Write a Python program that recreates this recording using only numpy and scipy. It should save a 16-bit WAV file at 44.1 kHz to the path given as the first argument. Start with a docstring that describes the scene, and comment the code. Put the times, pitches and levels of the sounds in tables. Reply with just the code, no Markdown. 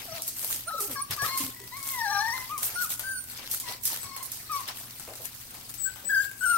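"""Puppies in a pen whine in clean gliding tones, some with a thin high whistle on top, and grunt.
The voices are sums of harmonic partials on gliding pitches; the whistles are a second oscillator.
Their paws drag over newspaper: shaped noise hisses, crackles and snaps, and bodies bump the floor.
Behind them are steady room noise and a wavering appliance hum. A small room echoes the voices and
snaps, and two microphone ports with resonances and a band limit receive the whole."""
import sys
import numpy as np
from scipy import signal
from scipy.fft import rfft, irfft, next_fast_len
from scipy.io import wavfile
from scipy.ndimage import uniform_filter1d

SR = 44100
rng = np.random.default_rng(int(sys.argv[2]) if len(sys.argv) > 2 else 0)


def bounce(signal):
    """Save signal as a 16-bit WAV file at the path given by the first command-line argument."""
    frames = np.transpose(np.atleast_2d(signal))
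    limited = np.clip(frames, -1, 1)
    pcm = np.round(limited * 32767).astype(np.int16)
    wavfile.write(sys.argv[1], SR, pcm)


N = 289761  # length in samples


def amp(db):
    """Decibel law: level in dB to amplitude gain."""
    return 10 ** (np.asarray(db) / 20)


def evened(x):
    """Normalization to unit root-mean-square."""
    return x / np.sqrt(np.mean(x ** 2) + 1e-20)


def read(points, hz):
    """Interpolation on a logarithmic frequency axis."""
    table_hz, value = np.transpose(points)
    return np.interp(np.log(hz + 1), np.log(table_hz + 1), value)


def add(mix, start_s, sound):
    """Superposition: lays a two-channel sound into the mix."""
    part = mix[:, max(round(start_s * SR), 0):][:, :sound.shape[1]]
    part += sound[:, :part.shape[1]]


def panned(x, pan_db):
    """Interaural level difference: left minus right dB, split evenly over the two ports."""
    return x * amp(np.array([[.5], [-.5]]) * pan_db)


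def wander(count, size):
    """Low-passed random fluctuation of unit rms, smoothed over size samples."""
    return evened(uniform_filter1d(uniform_filter1d(rng.standard_normal(count), size), size))


# Path of the long whine: time_s, pitch_hz, level_db
LONG_PATH = [(1.715, 955, -44.5), (1.771, 1112, -47), (1.811, 1092, -53), (1.919, 1078, -48.5),
             (1.99, 957, -35.5), (2.075, 808.5, -35), (2.19, 810, -32.5), (2.239, 879, -35.5),
             (2.31, 918, -36), (2.37, 1038, -43), (2.46, 1005, -54)]
# Timbre of the long whine: pan_db (left minus right), second_partial_db, upper_partials_db,
# flicks (time_s, pitch_change_percent)
LONG_TIMBRE = (7, 0.95, 8.7, [(1.775, 3.8), (2.04, 4.4), (2.12, 8.9), (2.225, 3.04), (2.285, 4.5),
               (2.345, 3.8)])
# Short whines: start_s, rise_s, fall_s, start_pitch_hz, peak_pitch_hz, end_pitch_hz, peak_db, end_db,
# pan_db (left minus right), second_partial_db, upper_partials_db, flicks (time_s, pitch_change_percent)
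SHORT_WHINES = [(.068, 0.039, .11, 802, 635.5, 681, -46, -53, 6.4, -8, 7, [(.15, 6), (.195, -5.5)]),
                (.668, .1, 0.043, 1254, 1275, 1174, -35, -39, 5.6, -42, 4.5, [(.687, 12), (.734, 4.8),
                (.785, 7.7)]),
                (.953, 0.048, 0.025, 1122, 1081, 1104, -35, -46, 4.8, -11.5, 8.5, [(.955, 6.5),
                (1.014, 7.7)]), (.953, .014, 0.022, 1860, 1633, 1680, -40.5, -53, 13, -32, -5, []),
                (1.171, 0.078, 0.033, 1094, 1125, 1090, -35.5, -42, 4.7, -28, 10, [(1.18, 10.5),
                (1.253, 16)]), (1.188, .037, .027, 1675, 1663, 1940, -32.5, -43, 10.5, -23, -10, []),
                (1.272, 0.066, 0.095, 1030, 1079, 1032, -37, -47, 6, -5.5, 16.5, []),
                (1.521, 0.11, 0.055, 967, 967, 1000, -63.5, -68, 7.5, 9.5, 0, []),
                (2.09, 0.094, 0.023, 1165, 1206, 1120, -37, -37, 8.8, -14.5, -9, []),
                (2.491, 0.044, 0.059, 1080, 1248, 978, -35, -47, 6.8, -14, -13, []),
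                (2.752, 0.065, 0.044, 1408, 1461, 1175, -33.5, -44.5, 12.2, -24, 2.5, []),
                (3.032, 0.059, .11, 1513, 1577, 1448, -36, -47, 6.1, -26, 9.5, []),
                (3.628, 0.049, .08, 1094, 960, 1035, -47, -58.5, 8.5, 1, -17, []),
                (4.038, 0.084, 0.11, 1119, 1098, 1052, -47, -47.5, 6.2, -4.5, 14.5, [(4.198, -10)]),
                (4.491, 0.066, 0.068, 1229, 1132, 933, -32, -53, 5.5, -13.5, 4, [(4.513, 7.3)]),
                (5.851, 0.027, 0.023, 1547, 1565, 1472, -37.5, -45, 12.4, -51, -1, []),
                (6.09, 0.096, 0.058, 1568, 1559, 1630, -23.5, -33, 6.8, -29, 4.5, [(6.108, 7), (6.147, 6),
                (6.21, 3.8)]),
                (6.407, 0.089, .11, 1493, 1400, 1308, -26, -25, 7.6, -23.5, -6.5, [(6.445, 7),
                (6.51, 3.7)])]
WHINE_SWELL_DB = -6  # level at the start, relative to the peak
STEADY_WAVER, STEADY_SHIMMER_DB = .006, 1.0  # rms pitch fraction and rms level of a steady whine
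SOFT_DB, UNSTEADY_PER_DB = -38, .12  # short whines softer than SOFT_DB shake more


def whines():
    """Harmonic series on a gliding fundamental; softer short calls are less steady."""
    out = np.zeros((2, N))
    add(out, *call(*LONG_TIMBRE, LONG_PATH, STEADY_WAVER, STEADY_SHIMMER_DB, partials=11))
    for row in SHORT_WHINES:
        peak_db, end_db = row[6:8]
        path = arch(row[:3], row[3:6], peak_db, WHINE_SWELL_DB, end_db - peak_db)
        shake = 1 + UNSTEADY_PER_DB * np.clip(SOFT_DB - peak_db, 0, 10)
        waver, shimmer_db = STEADY_WAVER * shake, STEADY_SHIMMER_DB * shake ** 1.5
        add(out, *call(*row[8:], path, waver, shimmer_db, partials=11))
    return out


# Grunts: start_s, rise_s, fall_s, start_pitch_hz, peak_pitch_hz, end_pitch_hz, peak_db, second_partial_db
GRUNT_CALLS = [(.665, 0.024, 0.026, 566, 655, 960, -42, -1), (.733, .012, 0.026, 554, 560, 590, -44.5, -6),
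               (.785, 0.029, 0.06, 472, 392, 434, -44.5, -3.5),
               (0.874, .035, 0.049, 351, 270, 225, -49.5, 0.5),
               (1.398, 0.028, 0.069, 268, 279, 264, -44, -13),
               (1.598, 0.029, .05, 380, 390, 380, -56.5, -18)]
GRUNT_SWELL_DB, GRUNT_FADE_DB = -1, -8.5  # start and end level, relative to the peak
GRUNT_PAN_DB = 3  # left minus right


def grunts():
    """Random frequency and amplitude modulation roughens two low partials."""
    out = np.zeros((2, N))
    for row in GRUNT_CALLS:
        path = arch(row[:3], row[3:6], row[6], GRUNT_SWELL_DB, GRUNT_FADE_DB)
        add(out, *call(GRUNT_PAN_DB, row[7], 0, [], path, waver=0.039, shimmer_db=5.1, partials=2))
    return out


# Whistles: start_s, rise_s, fall_s, start_pitch_hz, peak_pitch_hz, end_pitch_hz, peak_db,
# pan_db (left minus right), second_partial_db
WHISTLE_CALLS = [(0.666, 0.011, 0.044, 8953, 9220, 9600, -41.5, -14, -30),
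                 (1.009, 0.015, 0.018, 9950, 9550, 8100, -31, -6, -30),
                 (2.733, 0.029, .045, 9540, 9200, 14000, -44, -20, -27),
                 (3.022, 0.17, .065, 9180, 9300, 8600, -40.5, -13, -36),
                 (3.985, 0.04, 0.083, 7850, 7800, 8200, -46, 10.5, -40),
                 (5.775, 0.069, 0.072, 8030, 7730, 7980, -37.5, 22.5, -5),
                 (6.045, .043, .03, 7700, 7950, 7820, -38.5, 24, -3),
                 (6.16, 0.085, .04, 7800, 7500, 8500, -49.5, 21.5, 0),
                 (6.385, 0.028, 0.036, 8600, 7940, 9000, -47, 24, -46),
                 (6.447, 0.013, 0.21, 8700, 8560, 10200, -33.5, 9.5, -36)]
WHISTLE_SWELL_DB, WHISTLE_FADE_DB = -17, -24  # start and end level, relative to the peak


def whistles():
    """Second oscillator of the throat: a high tone with one overtone."""
    out = np.zeros((2, N))
    for row in WHISTLE_CALLS:
        path = arch(row[:3], row[3:6], row[6], WHISTLE_SWELL_DB, WHISTLE_FADE_DB)
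        add(out, *call(*row[7:], 0, [], path, waver=0.005, shimmer_db=2.2, partials=2))
    return out


# Throat colour of the upper partials: frequency_hz, level_db (relative to the fundamental)
THROAT_COLOUR = [(2500, -68), (3600, -32.5), (4150, -20.5), (4500, -23), (4900, -29), (5300, -31),
                 (5700, -16.5), (6400, -35), (8000, -40), (12000, -37), (14000, -31), (15500, -28)]
ATTACK_S, CLOSE_S = 0.0091, 0.0027  # a call opens and shuts
FLICK_S, FLICK_DB_PER_PERCENT = .022, 0.295  # a flick is a quick jump of pitch; level moves with it


def call(pan_db, second_db, upper_db, flicks, path, waver, shimmer_db, partials):
    """Source-filter principle: vocal-fold partials on one pitch, the upper ones coloured by the throat."""
    path_s, *columns = np.transpose(path)
    start_s, end_s = path_s[0], path_s[-1]
    t = np.arange(start_s, end_s, 1 / SR)
    hz, db = (uniform_filter1d(np.interp(t, path_s, c), size=300) for c in columns)

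    flick_percent = sum(percent * np.exp(-(2 * (t - at) / FLICK_S) ** 2) for at, percent in flicks)
    hz = hz * (1 + flick_percent / 100)
    db = db + FLICK_DB_PER_PERCENT * flick_percent
    phase = 2 * np.pi * np.cumsum(hz * (1 + waver * wander(len(t), size=350))) / SR

    opening_db = 4.2 * (np.minimum((t - start_s) / 0.19, 1) - 1)  # the mouth opens into the call
    second_gain = amp(second_db + opening_db + 2.9 * wander(len(t), size=600))
    tone = np.sin(phase) + second_gain * np.sin(2 * phase)
    for k in range(3, partials + 1):
        flicker_db = 4.5 * wander(len(t), size=400)
        gain = amp(upper_db + read(THROAT_COLOUR, k * hz) + flicker_db)
        tone += (k * hz < EDGE_HZ) * gain * np.sin(k * phase)

    gate = np.clip(np.minimum((t - start_s) / ATTACK_S, (end_s - t) / CLOSE_S), 0, 1)
    level = amp(db + shimmer_db * wander(len(t), size=300))
    return start_s, panned(np.sqrt(2) * tone * gate * level, pan_db)


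BEND = 1.496  # exponent above 1: pitch and level linger near the peak


def arch(times, pitches, peak_db, swell_db, fade_db):
    """Pitch glide and amplitude envelope: both bend from start to peak to end."""
    (start, rise, fall), (start_hz, peak_hz, end_hz) = times, pitches
    t = np.linspace(0, rise + fall, 40)
    before = np.clip(1 - t / rise, 0, 1) ** BEND
    after = np.clip((t - rise) / fall, 0, 1) ** BEND
    hz = peak_hz + (start_hz - peak_hz) * before + (end_hz - peak_hz) * after
    return np.transpose([start + t, hz, peak_db + swell_db * before + fade_db * after])


VOICE_LAG_S = .00008  # the voices reach the left port first


def puppies():
    """Arrival-time difference: a linear phase shift delays all voices at the right port."""
    left, right = whines() + grunts() + whistles()
    size = next_fast_len(N)
    delay = np.exp(-2j * np.pi * np.fft.rfftfreq(size, 1 / SR) * VOICE_LAG_S)
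    return np.array([left, irfft(rfft(right, size) * delay, size)[:N]])


# Paper colour, a relative noise spectrum: frequency_hz, density_db (per Hz)
PAPER_COLOUR = [(180, -63), (300, -14.5), (859, -10), (1460, -10.5), (3490, -8.5), (5290, -5.5),
                (12600, -0.5), (15200, -3), (16200, -3.5)]


def rubbed_paper():
    """Friction noise filtered into a bright part and a low part, each of unit rms."""
    def low_share(hz):
        return np.clip(np.log(7500 / (hz + 1)) / .5, .001, 1)

    def bright_db(hz):
        return read(PAPER_COLOUR, hz) - 3.75 * low_share(hz)

    def low_db(hz):
        return read(PAPER_COLOUR, hz) + 20 * np.log10(low_share(hz))

    bright = evened(hiss(bright_db, size=256, patchy_db=2.5))
    return bright, evened(hiss(low_db, size=256, patchy_db=3.5))


# Slow shuffling on paper: time_s, level_db, low_part_db (relative to the level)
SHUFFLES = [(0, -44.5, -5), (0.399, -44.5, -16.5), (.66, -47.5, -8.5), (.84, -43, -16), (1.1, -53.5, -6.5),
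            (1.4, -38, -9), (1.57, -48.5, -10), (2.2, -43, -6.5), (2.56, -49, -15), (2.7, -40.5, -6.5),
            (3.18, -46, -24), (3.4, -46, -2), (3.81, -58, -9), (3.93, -34.5, -11.5), (4.1, -49, -10.5),
            (4.74, -53.5, 1), (4.92, -46.5, -10), (6.2, -50, -8), (6.37, -57, -11), (6.57, -45, -7)]
# Swipes of a paw: peak_s, level_db, length_s (time scale), low_part_db (relative to the level),
# pan_db (left minus right)
PAW_SWIPES = [(0.167, -41, 0.065, -3, -1), (0.284, -33, 0.037, -27, 4), (0.44, -33, 0.17, -20.5, 2),
              (0.53, -29.5, 0.094, -16.5, -2), (0.828, -29.5, 0.081, -35, -2.5),
              (0.929, -34.5, 0.063, -16.5, 0), (1.126, -37.5, 0.048, -1.5, 1),
              (1.265, -32.5, 0.082, -9.5, 0.5), (1.417, -31.5, .1, -14, -1), (1.905, -34, 0.16, -24, 0.5),
              (2.402, -41.5, 0.24, -7.5, -2), (2.647, -26.5, 0.065, -26, 0), (2.832, -29.5, 0.063, -35, -2),
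              (2.92, -28.5, 0.051, -19, -1.5), (3.31, -42.5, 0.072, -9.5, 2), (3.537, -30, 0.079, -37, 0.5),
              (3.699, -38, 0.099, -4, -1.5), (3.379, -43.5, 0.038, -8.5, 3), (3.869, -29, 0.076, -33, -4),
              (4.25, -40.5, 0.07, -30, -9), (4.38, -42, 0.2, -13.5, -1), (4.577, -41, 0.11, -9, -1),
              (4.691, -42, 0.04, 2.5, -1), (4.798, -39.5, 0.11, -53, 1), (5.253, -37, 0.041, -17, 5),
              (5.414, -43, 0.032, -14, 5), (5.703, -43.5, 0.044, -24, 4), (6.233, -39.5, 0.073, -14, 4.5),
              (6.514, -39.5, 0.29, -28, 9)]


def drag():
    """Stick-slip friction: shuffles and swipes add in power and crackle modulates their hiss."""
    t = np.arange(N) / SR
    s, db, low_db = np.transpose(SHUFFLES)
    bright_level = amp(np.interp(t, s, db)) * np.ones((2, 1))
    low_level = bright_level * amp(np.interp(t, s, low_db))
    for peak_s, db, length_s, low_db, pan_db in PAW_SWIPES:
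        late = (t - peak_s) / length_s
        rise = np.exp(-(2.32 * late) ** 2)
        fall = np.exp(-2.2 * np.abs(late) ** 1.49)  # dies more slowly than it rises
        swipe = panned(amp(db) * np.where(late < 0, rise, fall), pan_db)
        bright_level = np.hypot(bright_level, swipe)
        low_level = np.hypot(low_level, swipe * amp(low_db))

    bright, low = rubbed_paper()
    grain_db = 3.5 * np.minimum(rng.exponential(1, N), 5)
    grains = amp(grain_db) * (rng.random(N) < 180 / SR)  # about 180 grains a second
    crackle = signal.oaconvolve(grains, np.exp(-np.arange(600) / 49.0))[:N]  # each crease lets go at once
    return (bright * bright_level + amp(5.5) * low * low_level) * evened(1 + .5 * crackle)


# Paper snaps and claw ticks: start_s, relative_level_db, relative_low_part_db, pan_db (left minus right)
SNAP_HITS = [(0.22, -22, -32, 0), (0.279, -21.5, -45, 0), (0.365, -32, -27, -3), (0.4264, -29, -5, -3),
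             (0.5154, -32, -36, -3), (0.8047, -21, -46, 0), (0.8961, -35.5, 12, 6), (1.1085, -21.5, -9, 0),
             (1.164, -29.5, 2, 7), (1.2191, -21.5, -10, 1), (1.352, -33, -33, -2), (1.3759, -18, -37, -5),
             (1.7684, -29.5, -24.5, -0.5), (1.8284, -28, -38.5, 8), (2.5788, -22, -11.5, 3),
             (2.655, -30, -28, -1), (2.8953, -27.5, -10.5, 2), (2.9946, -22.5, -5.5, 5.5),
             (3.5135, -18.5, -19, 2), (3.5999, -22, -18, 1), (3.686, -35, -25, 2), (3.8362, -27, -40, -9),
             (3.8533, -14, -34, 1), (4.0314, -28, -2, 2), (4.1641, -26, -2.5, 1), (4.2283, -26.5, -47, -2),
             (4.3179, -23.5, -47.5, -3), (4.518, -27.5, -28, 4.5), (4.6055, -29.5, -5, 6),
             (4.678, -28.5, -7, 2), (4.997, -30, -6, 5), (5.076, -38, 4, 2), (5.1544, -32.5, -8.5, -1),
             (5.218, -34, -18, -7), (5.348, -38, -32.5, -14), (5.507, -39, 4, 6), (5.549, -35, 0.5, 6),
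             (5.7404, -31, -11, 9.5), (5.9588, -37.5, 4, 13.5), (6.3137, -33.5, 0, 5.5)]
RATTLE_T60_S = 0.15


def snaps():
    """Impulsive excitation: a sharp tick and a dying rattle, reaching one port a little early."""
    out, t, hz = np.zeros((2, N)), np.arange(8192) / SR, np.fft.rfftfreq(8192, 1 / SR)
    envelope = 0.47 * amp(-60 * t / 0.018) + 0.22 * amp(-60 * t / RATTLE_T60_S)
    low_share = np.clip(np.log(4500 / (hz + 1)), 0, 1)
    for start_s, db, low_db, pan_db in SNAP_HITS:
        lag_s = rng.uniform(-16.5, 16.1) / SR
        noise = rng.standard_normal((3, 8192))
        colour_db = read(PAPER_COLOUR, hz) + low_share * (low_db + 10.5)
        z = rfft(noise[0] + 0.44 * noise[1:]) * amp(colour_db)  # shared noise plus each port's own
        z[1] *= np.exp(-2j * np.pi * hz * lag_s)
        add(out, start_s, panned(amp(db) * evened(irfft(z)) * envelope, pan_db))
    return out


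# Bodies on the floor: start_s, relative_level_db, upper_part_db (relative to the low puff)
FLOOR_BUMPS = [(0.126, -36, -12), (0.429, -41, 4), (1.097, -27.5, -12), (1.22, -26.5, 0),
               (1.414, -27.5, -22), (2.619, -46, 6.5), (3.68, -38, -26), (3.851, -39, -29),
               (4.047, -34.5, -10), (4.677, -49, -9), (5.075, -41.5, 11.5), (5.103, -46, 14),
               (5.195, -43.5, 9), (5.72, -42, -20), (6.038, -42, 5.5)]


def bumps():
    """Damped impact: band-limited noise, a low puff and a higher slap, with a rounded start."""
    out, t, hz = np.zeros((2, N)), np.arange(8192) / SR, np.fft.rfftfreq(8192, 1 / SR)
    onset = 1 - np.exp(-t / 0.0036)
    for start_s, db, upper_db in FLOOR_BUMPS:
        z = rfft(rng.standard_normal(8192))
        puff, slap = (evened(irfft(z * np.exp(-(np.log((hz + 1) / centre_hz) / .5) ** 2)))
                      for centre_hz in (112., 560.))
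        decay = amp(db - 11.5 - 60 * t / 0.21)
        add(out, start_s, panned(decay * (puff + amp(upper_db) * slap) * onset, 3.5))
    return out


# Room noise, a relative spectrum: frequency_hz, density_db (per Hz)
AIR_COLOUR = [(15, -56), (25, -5.5), (114, 4.5), (166, -6.5), (243, -2.5), (328, -7), (579, -21.5),
              (995, -18), (8230, -12.5), (12400, -59), (14900, -7.5), (16200, -3.5)]
AIR_DB = -46
# Appliance hum: frequency_hz, level_db
HUM_TONES = [(118.4, -62), (242.2, -68)]


def air():
    """Stationary ambient noise: a broadband hiss and hum tones of slowly wavering level."""
    t = np.arange(N) / SR
    hum = np.zeros(N)
    for hz, db in HUM_TONES:
        hum += np.sqrt(2) * amp(db + 1.4 * wander(N, size=1500)) * np.sin(2 * np.pi * hz * t)
    noise = evened(hiss(lambda hz: read(AIR_COLOUR, hz), size=1024, patchy_db=1.5))
    return amp(AIR_DB) * noise + panned(hum, 2.5)


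# Likeness of noise at the ports: frequency_hz, correlation (no unit)
PORT_LIKENESS = [(60, 0.93), (240, 0.9), (950, 0.28), (3770, -0.031), (15000, -0.0044)]
# Port balance for noise: frequency_hz, left_minus_right_db
PORT_BALANCE = [(60, 3), (240, 3), (950, 5.0), (3770, 4), (15000, -0.5)]


def hiss(level_db, size, patchy_db):
    """Partially coherent noise from random short-time spectra, shaped by level_db(hz)."""
    frames, hz = N // (size // 4) + 5, np.fft.rfftfreq(size, 1 / SR)
    a, b, c, d, patches = rng.standard_normal((frames, len(hz), 5)).T
    patches = uniform_filter1d(uniform_filter1d(patches, size=5, axis=0), size=12, axis=1)
    same = np.clip(read(PORT_LIKENESS, hz), -1, 1)[:, None]
    left, other = a + 1j * b, c + 1j * d
    z = np.array([left, same * left + np.sqrt(1 - same ** 2) * other])
    z *= amp(level_db(hz[:, None]) + patchy_db * evened(patches))
    z *= amp(np.array([.5, -.5])[:, None, None] * read(PORT_BALANCE, hz)[:, None])
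    return signal.istft(z, nperseg=size, noverlap=3 * size // 4)[1][:, :N]


# Reverberation time: frequency_hz, t60_s
ROOM_DECAY = [(200, 1), (1500, 0.44), (6000, 0.41), (15000, 0.03)]


def room(x):
    """Reverberation: sparse taps of random sign for each port, each band dying at its own speed."""
    taps = np.zeros((2, SR // 2))
    at = np.arange(200, SR // 2 - 20, 20)
    at = at + rng.integers(0, 20, (2, len(at)))
    np.put_along_axis(taps, at, rng.choice([-1., 1.], at.shape), 1)
    hz, t, z = signal.stft(taps, SR, nperseg=256)
    z = z * np.clip(hz / 700, 0, 1)[:, None]  # little bass comes back
    decay = amp(-60 * t / read(ROOM_DECAY, hz)[:, None])
    tail = signal.istft(z * decay, SR, nperseg=256)[1]
    return signal.fftconvolve(x, tail / np.linalg.norm(tail[0]), axes=1)[:, :N]


def scene():
    """Superposition of all sources, with the echo of the voices and snaps."""
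    voices, hits = puppies(), snaps()
    echo = amp(-12.5) * room(voices) + amp(-2) * room(hits)
    return voices + hits + echo + bumps() + drag() + air()


# Resonances of the microphone port: frequency_hz, width_hz, gain_db
PORT_RESONANCES = [(8600, 1200, 3), (12700, 1600, 5)]
EDGE_HZ = 15850  # upper band limit


def record(dry):
    """Resonance and low-pass filtering: the port's peaks, then the band limit."""
    size = N + N % 2
    hz = np.fft.rfftfreq(size, 1 / SR)
    colour_db = sum(db / (1 + (2 * (hz - peak_hz) / width) ** 2) for peak_hz, width, db in PORT_RESONANCES)
    coloured = irfft(rfft(dry, size) * amp(colour_db))[:, :N]
    low_pass = signal.firwin(511, EDGE_HZ, window=("kaiser", 9), fs=SR)
    return signal.oaconvolve(coloured, low_pass[None], "same")


dry = scene()
out = record(dry)
bounce(out)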